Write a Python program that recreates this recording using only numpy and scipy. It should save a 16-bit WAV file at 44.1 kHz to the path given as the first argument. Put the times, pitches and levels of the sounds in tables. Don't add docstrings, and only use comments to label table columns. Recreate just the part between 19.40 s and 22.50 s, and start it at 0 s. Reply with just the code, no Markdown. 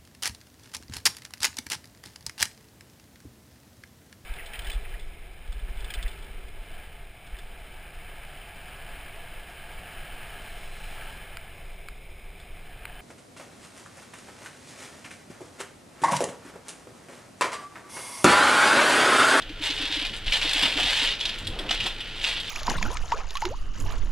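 import sys
import numpy as np
from scipy import signal
from scipy.fft import rfft, irfft
from scipy.io import wavfile

SR = 44100
rng = np.random.default_rng(int(sys.argv[2]) if len(sys.argv) > 2 else 0)


def store_pcm(level_fs):
    pcm = np.round(np.clip(level_fs, -1, 1) * 32767).astype(np.int16)
    wavfile.write(sys.argv[1], SR, np.atleast_2d(pcm).T)


N = 136710

# pitch_hz, mean level_db (rms)
HUM_TONES = [(29.5, -48.5), (100.5, -55.5), (1786, -63)]
# frequency_hz, relative density_db
HISS_SPECTRUM = [(12, -56), (20, 8.5), (42, -15.5), (175, -17.5), (404, -18), (649, -23), (958, -28),
                 (1230, -27.5), (1380, -18.5), (1630, -21.5), (2270, -22.5), (3080, -16.5), (5230, -38.5),
                 (13500, -55.5), (15500, -47)]
# start_s, length_s, level_db at the crest
AIR_PUFFS = [(0.814, 0.13, -26), (1.404, 0.1, -31.5), (2.022, 0.2, -35)]
# (sliding film, before SLIDE_DB)
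FILM_HANDLING = [(0, -46, -16), (0.12, -51.5, -7), (0.204, -44, -24.0), (0.229, -28.5, -5),
                 (0.27, -26.5, -8.5), (0.319, -32.5, -30), (0.35, -32.5, -10), (0.42, -29, -20),
                 (0.49, -31.5, -19), (0.54, -27, -13), (0.61, -31.5, -19), (0.67, -31.5, -31),
                 (0.72, -39, -15), (0.77, -35.5, -5), (0.805, -44, -19), (0.855, -41, -26),
                 (0.873, -29.5, -27), (0.91, -35, -4), (0.943, -22, -13), (0.996, -29.5, -8),
                 (1.04, -27, -12), (1.08, -26.5, -25), (1.12, -27, -13), (1.152, -24, -11),
                 (1.247, -21, -13.5), (1.29, -27.5, -14), (1.35, -29, -13), (1.401, -24.0, -10),
                 (1.458, -22, -14), (1.55, -24, -8.5), (1.679, -23.5, -11.5), (1.735, -31, -37),
                 (1.785, -41, -27), (1.83, -34.5, -13), (1.92, -33.5, -24), (1.965, -39.0, -23),
                 (2.06, -46, -2), (2.17, -44.5, -20), (2.282, -42, -21.0), (2.332, -28.0, -25),
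                 (2.385, -36, -24), (2.44, -30, -7.5), (2.474, -27.5, -23), (2.52, -40, -19.0),
                 (2.68, -40, -15), (2.79, -38.5, -14), (2.829, -31.5, -5.5), (2.889, -25.0, -12.5),
                 (2.94, -34.0, -15), (2.968, -30.0, -26), (3.018, -40, -7), (3.1, -32.5, -15)]
# frequency_hz, relative density_db
FILM_SPECTRUM = [(240, -50), (400, -13.5), (493, -12.5), (673, -13.5), (880, -11.5), (1200, -16),
                 (1550, -10.5), (1740, -7), (2150, -8.5), (2770, -4), (3510, -1), (5820, -16),
                 (10400, -36.5), (14000, -51)]
# centre_hz, level_db (relative, before the film spectrum)
BUCKLE_BANDS = [(900, 2.5), (1900, -5), (2800, 4), (3700, -8.5), (5500, -8.5), (10000, -6)]
# start_s, level_db (before the part levels), ring_hz, treble_db (before SNAP_TREBLE_DB)
CREASE_SNAPS = [(0.0187, -24.5, 3260, -30), (0.0931, -27.5, 2830, -28), (0.3032, -12.5, 3500, -49),
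                (0.5242, -16, 3400, -28), (0.5942, -16.5, 2740, -19), (0.6501, -17.5, 2730, -33),
                (0.8663, -21.5, 3490, -29), (0.9218, -9.5, 2660, -31), (0.9323, -8.5, 3470, -25),
                (1.015, -13.5, 2750, -32), (1.0929, -9.5, 3950, -22), (1.1325, -7.5, 3670, -12),
                (1.2248, -9, 3130, -14), (1.2304, -6, 3100, -28), (1.456, -19, 3330, -29),
                (1.5942, -14.5, 3100, -33), (1.715, -20, 3220, -30), (1.8028, -18.5, 3460, -36),
                (1.8095, -14.5, 3200, -35), (1.854, -9.5, 3300, -41), (1.891, -16.5, 3120, -31),
                (1.985, -24.5, 3250, -7), (2.0463, -26.5, 3620, -23), (2.0708, -15.5, 3300, -11.5),
                (2.1894, -18, 3240, -14.5), (2.2913, -12.5, 2640, -45), (2.309, -8.5, 3320, -34),
                (2.403, -13, 2670, -24), (2.4634, -13.5, 3360, -12.5), (2.605, -18.5, 2840, -21),
                (2.8419, -8, 2800, -38), (3.0009, -18, 3450, -13)]
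# time_s (HOOT_LEAD_S after the onset), level_db (before HOOT_DB), pitch_hz
SOFT_HOOTS = [(0.1, -28, 306), (0.205, -27, 302), (0.298, -27, 296), (0.401, -26, 298), (0.432, -28, 290),
              (0.5, -29.5, 304), (0.568, -26, 301), (0.618, -28.5, 290), (1.048, -25, 305),
              (1.155, -27.5, 290), (1.23, -25, 283), (1.359, -23.5, 288), (1.437, -29.5, 277),
              (1.62, -28, 274)]
# start_s, length_s, level_db at the crest, centre_hz
DULL_SCUFFS = [(0.683, 0.074, -45, 101), (0.922, 0.054, -42, 900), (1.196, .11, -35, 910),
               (1.208, 0.089, -40, 170), (1.373, 0.031, -29.5, 860), (1.278, 0.23, -43, 131),
               (2.003, 0.045, -41, 110), (2.045, 0.095, -37, 75), (2.062, 0.33, -41, 283),
               (2.164, 0.085, -43, 700), (2.308, 0.01, -26, 1390), (2.448, 0.04, -34, 756),
               (2.37, 0.13, -42.5, 110)]

TONE_DB, TONE_WAVER_DB = -40, 0.7
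RUMBLE_DB, PUFF_HZ = -46, 20.4
CRACKLE_PER_S, CRACKLE_SPREAD_DB = 2500, 4
BUSY_DB, RATE_POWER = -25, 0.76
CRACKLE_DB, RUB_DB, SLIDE_DB = -3.5, -8.5, -8.5
OWN_SHARE = 0.91
FLUTTER_DB, FLUTTER_PER_S = 2.37, 180
TREBLE_HZ, TREBLE_WIDTH_HZ = 6940, 3820
TICKS_PER_S, TICK_SPREAD_DB, TICK_DB, TICK_TREBLE_DB = 90, 2.5, -9, -11.5
SNAP_DB, SNAP_RING_DB, SNAP_TREBLE_DB = -8.5, -5.5, 1
SNAP_FIRST_DB = 3.5
SNAP_DECAY_S, SNAP_AFTER_PER_S, SNAP_WIDTH_HZ = 0.0029, 1800, 730
HOOT_S, HOOT_LEAD_S, HOOT_DB = 0.032, 0.0078, -6
EARLY_S, EARLY_DB = 0.011, -6
ROOM_T60_S, ROOM_DB = 0.27, -9
SHIFT_S = 0.025
PORT_LAG_S, PORT_BASS_HZ = 2.2e-5, 293
SIDE_DB, SIDE_HZ = -2.5, 8100
TOP_HZ = 14800


def undb(db):
    return 10 ** (np.asarray(db) / 20)


def unit(x):
    return x / np.sqrt(np.mean(x ** 2) + 1e-20)


def noise():
    return rng.standard_normal(N)


def walk(rate):
    targets = rng.standard_normal(1000)
    return 0.86 * np.interp(np.arange(N) / SR * rate, np.arange(1000), targets)


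def band(x, hz, width_hz):
    centre_hz = min(hz, 0.45 * SR)
    b, a = signal.iirpeak(centre_hz, hz / min(width_hz, 0.3 * SR), fs=SR)
    return signal.lfilter(b, a, x)


def double_band(x, hz, width_hz):
    return band(band(x, hz, width_hz), hz, width_hz)


def treble(x):
    return double_band(x, TREBLE_HZ, TREBLE_WIDTH_HZ)


def colour(x, points):
    hz, db = np.array(points).T
    size = 8192
    f = np.maximum(np.fft.rfftfreq(size, 1 / SR), 1)
    log_gain = np.log(undb(np.interp(np.log(f), np.log(hz), db)))
    cepstrum = irfft(log_gain)
    cepstrum[1:size // 2] *= 2
    cepstrum[size // 2 + 1:] = 0
    impulse = irfft(np.exp(rfft(cepstrum)))
    return signal.fftconvolve(x, impulse)[:len(x)]


def swell(t, start, length):
    return np.sin(np.pi * np.clip((t - start) / length, 0, 1))


def clicks(per_s, spread_db):
    happens = rng.random(N) < per_s / SR
    size = np.minimum(rng.exponential(size=N), 3)
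    sign = np.sign(noise())
    return unit(happens * sign * undb(spread_db * size) / np.sqrt(per_s))


def room_tone(t):
    out = unit(colour(noise(), HISS_SPECTRUM)) * undb(TONE_DB + TONE_WAVER_DB * walk(7.6))
    for hz, db in HUM_TONES:
        level = undb(db + TONE_WAVER_DB * walk(5.2))
        out += level * np.sqrt(2) * np.sin(2 * np.pi * hz * t)
    return out


def air(t):
    rumble = unit(double_band(noise(), 25, 23))
    puff_level = sum(undb(db) * swell(t, start, length) for start, length, db in AIR_PUFFS)
    puff_noise = unit(double_band(noise(), PUFF_HZ, PUFF_HZ))
    return undb(RUMBLE_DB) * rumble + puff_level * puff_noise


def crackle(t):
    times, level_db, treble_db = np.array(FILM_HANDLING).T
    effort_db = np.interp(t, times, level_db)
    rate = CRACKLE_PER_S * undb(effort_db - BUSY_DB) ** RATE_POWER
    shared = clicks(rate, CRACKLE_SPREAD_DB)
    broad = unit(colour(shared, FILM_SPECTRUM))
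    ringing = np.zeros(N)
    for hz, db in BUCKLE_BANDS:
        ringing += undb(db) * band(clicks(rate / 2, CRACKLE_SPREAD_DB), hz, hz / 2)
    ringing = unit(colour(ringing, FILM_SPECTRUM))
    buckles = np.sqrt(1 - OWN_SHARE) * broad + np.sqrt(OWN_SHARE) * ringing
    slide = undb(np.interp(t, times, treble_db) + SLIDE_DB) * unit(treble(shared))
    rub = undb(RUB_DB) * unit(colour(noise(), FILM_SPECTRUM))
    level = undb(effort_db + FLUTTER_DB * walk(FLUTTER_PER_S))
    return level * (undb(CRACKLE_DB) * buckles + slide + rub)


def ticks(t):
    times, level_db, _ = np.array(FILM_HANDLING).T
    pops = clicks(TICKS_PER_S, TICK_SPREAD_DB)
    level = undb(np.interp(t, times, level_db) + TICK_DB)
    bright = undb(TICK_TREBLE_DB) * unit(treble(pops))
    return level * (unit(colour(pops, FILM_SPECTRUM)) + bright)


def snaps(t):
    out, age = np.zeros(N), t[:SR // 16]
    build_and_die = age / SNAP_DECAY_S * np.exp(1 - age / SNAP_DECAY_S)
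    for start, db, hz, treble_db in CREASE_SNAPS:
        happens = rng.random(len(age)) < SNAP_AFTER_PER_S / SR
        push = happens * rng.choice([-1, 1], len(age)) * build_and_die
        push[0] = undb(SNAP_FIRST_DB)
        broad = colour(push, FILM_SPECTRUM)
        ring = band(band(push, hz, SNAP_WIDTH_HZ), hz, hz)
        bright = treble(push)
        snap = undb(SNAP_DB) * broad / np.abs(broad).max()
        snap += undb(SNAP_RING_DB) * ring / np.abs(ring).max()
        snap += undb(treble_db + SNAP_TREBLE_DB) * bright / np.abs(bright).max()
        i = max(int(start * SR), 0)
        out[i:i + len(age)] += undb(db) * snap[:N - i]
    return out


def hoots(t):
    out = np.zeros(N)
    for start, db, hz in SOFT_HOOTS:
        envelope = swell(t, start - HOOT_LEAD_S, HOOT_S) ** 2
        out += undb(db + HOOT_DB) * envelope * np.sin(2 * np.pi * hz * (t - start))
    return out


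def scuffs(t):
    out = np.zeros(N)
    for start, length, db, hz in DULL_SCUFFS:
        friction = unit(double_band(noise(), hz, 2.6 * hz))
        out += undb(db) * swell(t, start, length) * friction
    return out


def workshop(x, t):
    age, hop = t[:SR // 4], int(SHIFT_S * SR)
    early = np.exp(-age / EARLY_S) * (age > 0.001)
    tail = np.exp(-np.log(1000) * age / ROOM_T60_S) * (age > 0.008)
    early *= undb(EARLY_DB) / np.linalg.norm(early)
    tail *= undb(ROOM_DB) / np.linalg.norm(tail)
    decay = np.hypot(early, tail)
    padded, out = np.pad(x, (hop, 2 * hop)), np.zeros(N + SR)
    window = np.sin(np.pi * np.arange(2 * hop) / (2 * hop))
    for i in range(0, N + hop, hop):
        reflections = decay * rng.standard_normal(len(age))
        echo = signal.fftconvolve(padded[i:i + 2 * hop] * window, reflections)
        out[i:i + len(echo)] += echo
    return out[hop:hop + N]


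def scene():
    t, f = np.arange(N) / SR, np.fft.rfftfreq(2 * N, 1 / SR)
    dry = crackle(t) + ticks(t) + snaps(t) + scuffs(t)
    mid = rfft(dry + workshop(dry, t) + hoots(t) + air(t) + room_tone(t), 2 * N)
    side_gain = undb(SIDE_DB) * 2 * f ** 2 / (f ** 2 + SIDE_HZ ** 2)
    side = side_gain * rfft(workshop(dry, t) + room_tone(t), 2 * N)
    lag_s = PORT_LAG_S * f / (f + PORT_BASS_HZ)
    left = (mid + side) * np.exp(-2j * np.pi * f * lag_s)
    right = mid - side
    return irfft(np.array([left, right]))[:, :N]


def record(dry):
    low_pass = signal.ellip(8, 0.2, 80, TOP_HZ, fs=SR, output="sos")
    return signal.sosfilt(low_pass, dry)


dry = scene()
out = record(dry)
store_pcm(out)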